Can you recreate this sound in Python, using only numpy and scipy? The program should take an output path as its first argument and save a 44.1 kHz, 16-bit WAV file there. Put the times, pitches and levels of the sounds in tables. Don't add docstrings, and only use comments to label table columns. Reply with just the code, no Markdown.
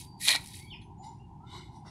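import sys
import numpy as np
from scipy import signal
from scipy.fft import rfft, irfft
from scipy.io import wavfile

SR = 44100
rng = np.random.default_rng(int(sys.argv[2]) if len(sys.argv) > 2 else 0)


def transcribe(u):
    v = np.clip(np.atleast_2d(u).T, -1, 1)
    q = np.round(v * 32767).astype(np.int16)
    wavfile.write(sys.argv[1], SR, q)


N = 83790
T = np.arange(N) / SR

JUDDER_HZ, PATCHY_DB = 100, 3
BITE_S = 0.015

# pitch in Hz, width in Hz, level in dB.
PAN_NOTES = [(1902, 100, 1), (2180, 46, -2), (2320, 84, 3.5), (2427, 240, -1.5), (2600, 60, -3),
             (3200, 1200, -8), (3420, 43, -1.5), (3667, 140, -1.5), (3980, 290, 1), (4213, 190, 5.5),
             (4260, 240, -8.5)]
# frequency in Hz, level in dB.
SAND_TONE = [(150, -52), (700, -21.5), (1600, -19.5), (2200, -4), (4300, 1), (6700, -3.5), (8500, -1.5),
             (10200, 3.5), (12300, -6.5), (15700, -18)]


def from_db(db):
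    return 10 ** (np.asarray(db) / 20)


def rms_one(x):
    return x / np.sqrt(np.mean(x ** 2) + 1e-20)


def drift(rate_hz):
    r = np.exp(-2 * np.pi * rate_hz / SR)
    return rms_one(signal.lfilter([1], [1, -2 * r, r * r], rng.standard_normal(2 * N))[N:])


def colour(x, tone):
    hz, db = np.transpose(tone)
    gain = from_db(np.interp(np.log(np.linspace(1, SR / 2, N + 1)), np.log(hz), db))
    cepstrum = irfft(np.log(rms_one(gain)))
    causal = np.r_[cepstrum[0], 2 * cepstrum[1:N]]
    return irfft(rfft(x, 2 * N) * np.exp(rfft(causal, 2 * N)))[:N]


def resonate(x, notes):
    out, power = 0, 0
    for k, (hz, width, db) in enumerate(notes):
        r = np.exp(-np.pi * width / SR)
        b = (1 - r * r) / 2
        feedback = [1, -2 * r * np.cos(2 * np.pi * hz / SR), r * r]
        out += (-1) ** k * from_db(db) * signal.lfilter([b, 0, -b], feedback, x + 1e-18)
        power += b * from_db(db) ** 2
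    return out / np.sqrt(power)


def swells(rows):
    return sum(from_db(db - 20 * (np.maximum(peak - T, 0) / rise) ** 2
                       - 20 * np.maximum(T - peak, 0) / fade) for peak, db, rise, fade in rows)


def grit(per_s, spread_db, judder_db):
    sizes = from_db(spread_db * np.minimum(rng.exponential(1, N), 4)) * rng.choice([-1, 1], N)
    clicks = sizes * (rng.random(N) < per_s / SR) / np.sqrt(per_s)
    return rms_one(clicks * from_db(judder_db * drift(JUDDER_HZ)))


def patchy(x):
    spectrum, place = rfft(x, 2 * N), np.linspace(0, 20, N + 1)
    bands = (irfft(spectrum * np.maximum(1 - abs(place - k), 0))[:N] for k in range(20))
    return rms_one(sum(band * from_db(PATCHY_DB * drift(JUDDER_HZ)) for band in bands))


def echoes(x, fade_s):
    dull_noise = signal.lfilter([1], [1, -.5], rng.standard_normal(N))
    tail = dull_noise * from_db(-60 * T / fade_s) * (T > .006)
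    return signal.fftconvolve(x, tail / np.sqrt(np.sum(tail ** 2)))[:N]


def scoop():
    # start and end in seconds, ring and hiss levels in dB,
    # change along the push in dB, seconds to fade by 20 dB.
    pushes = [(0.0, 0.024, -54.5, -46, -5.5, 0.075), (0.212, 0.264, -40, -40.5, 10.5, 0.027),
              (0.281, 0.364, -14.5, -24, -10.5, 0.016), (0.38, 0.509, -59, -57, 4.5, 0.087),
              (0.54, 0.602, -53.5, -48.5, -7, 0.11)]
    # peak time in seconds, level in dB, rise and fade in seconds.
    shoves = [(0.292, -36, 0.027, 0.087), (0.352, -36, 0.02, 0.022), (1.87, -58, 0.028, 0.14)]
    # frequency in Hz, level in dB.
    mortar_tone = [(80, -37), (280, 0.5), (450, -11), (620, 0), (950, 4.5), (1200, -3.5), (1450, -2.5),
                   (2300, -39.5)]
    ring, hiss = 0, 0
    for start, end, ring_db, hiss_db, swell_db, fade in pushes:
        edges_db = -20 * np.maximum(np.maximum((start - T) / BITE_S, (T - end) / fade), 0)
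        pressure = from_db(edges_db + np.interp(T, [start, end], [0, swell_db]))
        ring += from_db(ring_db) * pressure
        hiss += from_db(hiss_db) * pressure
    bite = np.minimum(hiss / from_db(-39), 1) ** 2
    grains = patchy(grit(per_s=3700 + 8300 * bite, spread_db=2, judder_db=1))
    mortar = colour(grains * swells(shoves), mortar_tone)
    return resonate(grains * ring, PAN_NOTES) + colour(grains * hiss, SAND_TONE) + mortar


def background():
    # frequency in Hz, level in dB.
    rumble_tone = [(25, -22.5), (60, -4.5), (120, -0.5), (185, -5), (240, -12), (380, -15), (490, -36.5),
                   (1300, -44.5), (10500, -57), (13000, -75.5)]
    drone_tone = [(500, -43.5), (700, -10), (810, 4.5), (1000, 0.5), (1370, -57)]
    rumble = from_db(-49.5) * colour(rng.standard_normal(N), rumble_tone)
    drone = from_db(-61.5 + 4 * drift(7.8)) * colour(rng.standard_normal(N), drone_tone)
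    return rumble + drone


def birds_and_whistles():
    # start and length in seconds, first and last pitch in Hz, level in dB.
    notes = [(0.02, 0.17, 4670, 4640, -64), (0.522, 0.24, 4560, 4450, -68.5),
             (0.587, 0.095, 2080, 2371, -60), (0.664, 0.039, 3230, 3330, -62.5),
             (0.701, 0.05, 3644, 2380, -47), (0.719, 0.047, 5530, 4960, -64.5),
             (0.728, 0.0269, 2460, 1950, -62.5), (0.99, 0.12, 744, 977, -50),
             (0.98, 0.14, 7030, 7105, -66.5), (1.192, 0.047, 2740, 2835, -69.5),
             (1.398, 0.089, 1208, 1452, -67.5), (1.465, 0.061, 3640, 3650, -61)]
    out = 0
    for start, length, first_hz, last_hz, db in notes:
        along = np.clip((T - start) / length, 0, 1)
        waver_hz = .008 * first_hz + .0039 * abs(last_hz - first_hz) / length
        hz = first_hz * (last_hz / first_hz) ** along + waver_hz * drift(150)
        loudness = from_db(db) * np.sqrt(8 * along * (1 - along))
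        out += loudness * np.sin(2 * np.pi * np.cumsum(hz) / SR)
    return out + from_db(-5.5) * echoes(out, fade_s=0.31)


def cracks(width_s=0.00079):
    # time in seconds, level in dB.
    breaks = [(0.2849, -8.5), (0.2907, -7.5), (0.296, -15.5), (0.3059, -13), (0.3294, -20), (0.353, -21.5),
              (0.3609, -18)]
    # frequency in Hz, level in dB.
    crunch_tone = [(200, -45.5), (1500, -12.5), (2300, 0), (4000, 4), (5300, -5.5), (10800, -9.5),
                   (14000, -31)]
    force = sum(from_db(db) * np.exp(-((T - at) / width_s) ** 2) for at, db in breaks)
    bursts = force * rng.choice([-1, 1], N)
    return colour(bursts, crunch_tone) + from_db(-5.5) * resonate(bursts, PAN_NOTES)


def crackles(width_s=0.0017):
    # time in seconds, level in dB.
    sprays = [(0.4426, -47.5), (0.461, -44), (0.4744, -44), (0.598, -47)]
    force = sum(from_db(db) * np.exp(-((T - at) / width_s) ** 2) for at, db in sprays)
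    return colour(force * patchy(rng.standard_normal(N)), SAND_TONE)


def clink(at_s=0.818, fade_s=0.029, width_hz=10.5):
    # pitch in Hz, level in dB.
    notes = [(3360, 6), (6210, -7.5), (10300, -6)]
    touch = rng.standard_normal(N) * swells([(at_s, 0, BITE_S / 2, fade_s)])
    tones = resonate(touch, [(hz, width_hz, db) for hz, db in notes])
    return from_db(-59) * resonate(touch, PAN_NOTES) + from_db(-55.5) * tones


def blade_note(x, hz, width_hz=207):
    note = [(hz, width_hz, 0)]
    return resonate(resonate(x, note), note) * np.sqrt(2 * np.pi * width_hz / SR)


def spreading():
    # peak time in seconds, level in dB, rise and fade in seconds,
    # brightness in dB per octave, pitch multiplier for the loaded blade, rasp pitch in Hz.
    strokes = [(1.05, -53.5, 0.03, 0.12, 1, 0.94, 4650), (1.564, -45.5, 0.087, 0.14, -3.5, 0.95, 4050),
               (1.765, -65.5, 0.045, 0.089, 6, 0.94, 4640), (1.876, -52.5, 0.027, 0.16, -0.5, 0.89, 4720)]
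    # frequency in Hz, level in dB.
    wall_tone = [(200, -11.5), (380, 26.5), (520, -30), (1100, 2), (1700, 0.5), (5500, 9.5), (9400, -3),
                 (13000, -47)]
    # base pitch in Hz, level in dB.
    notes = [(1040, 10), (1476, 3), (2220, 10.5), (3120, 3.5), (3670, 0), (4020, 3), (4350, -4.5),
             (5116, -3), (6130, 5.5), (7190, -16), (8260, -5), (9430, -6), (10700, -6), (11930, -7)]
    grain_spectrum = rfft(grit(per_s=7000, spread_db=0, judder_db=1), 2 * N)
    freq = np.linspace(0, SR / 2, N + 1)
    octaves = np.log2(np.maximum(freq, 500) / 4000)
    out = 0
    for *swell, brightness, tuning, rasp_hz in strokes:
        rasp_db = 5.5 * np.cos(2 * np.pi * np.maximum(freq / rasp_hz, .5))
        grains = irfft(grain_spectrum * from_db(brightness * octaves + rasp_db))[:N]
        force = swells([swell]) * grains
        ring = sum(from_db(db + 2 * drift(14)) * blade_note(force, hz * tuning) for hz, db in notes)
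        out += from_db(-8.5) * colour(force, wall_tone) + from_db(-18) * ring
    return out


def scene():
    trowel = scoop() + cracks() + crackles() + spreading() + clink()
    echo = from_db(-22) * echoes(trowel, fade_s=0.26)
    return (trowel + echo + birds_and_whistles() + background())[None]


def record(dry):
    react_s, loud_db, cut_share, cutoff_hz = 0.013, -38, 0.21, 15700
    r = np.exp(-1 / (react_s * SR))
    level_db = 10 * np.log10(signal.lfilter([1 - r], [1, -r], dry ** 2) + 1e-12)
    eased = dry * from_db(-cut_share * np.maximum(level_db - loud_db, 0))
    return signal.sosfilt(signal.ellip(12, .1, 80, cutoff_hz, fs=SR, output="sos"), eased)


dry = scene()
out = record(dry)
transcribe(out)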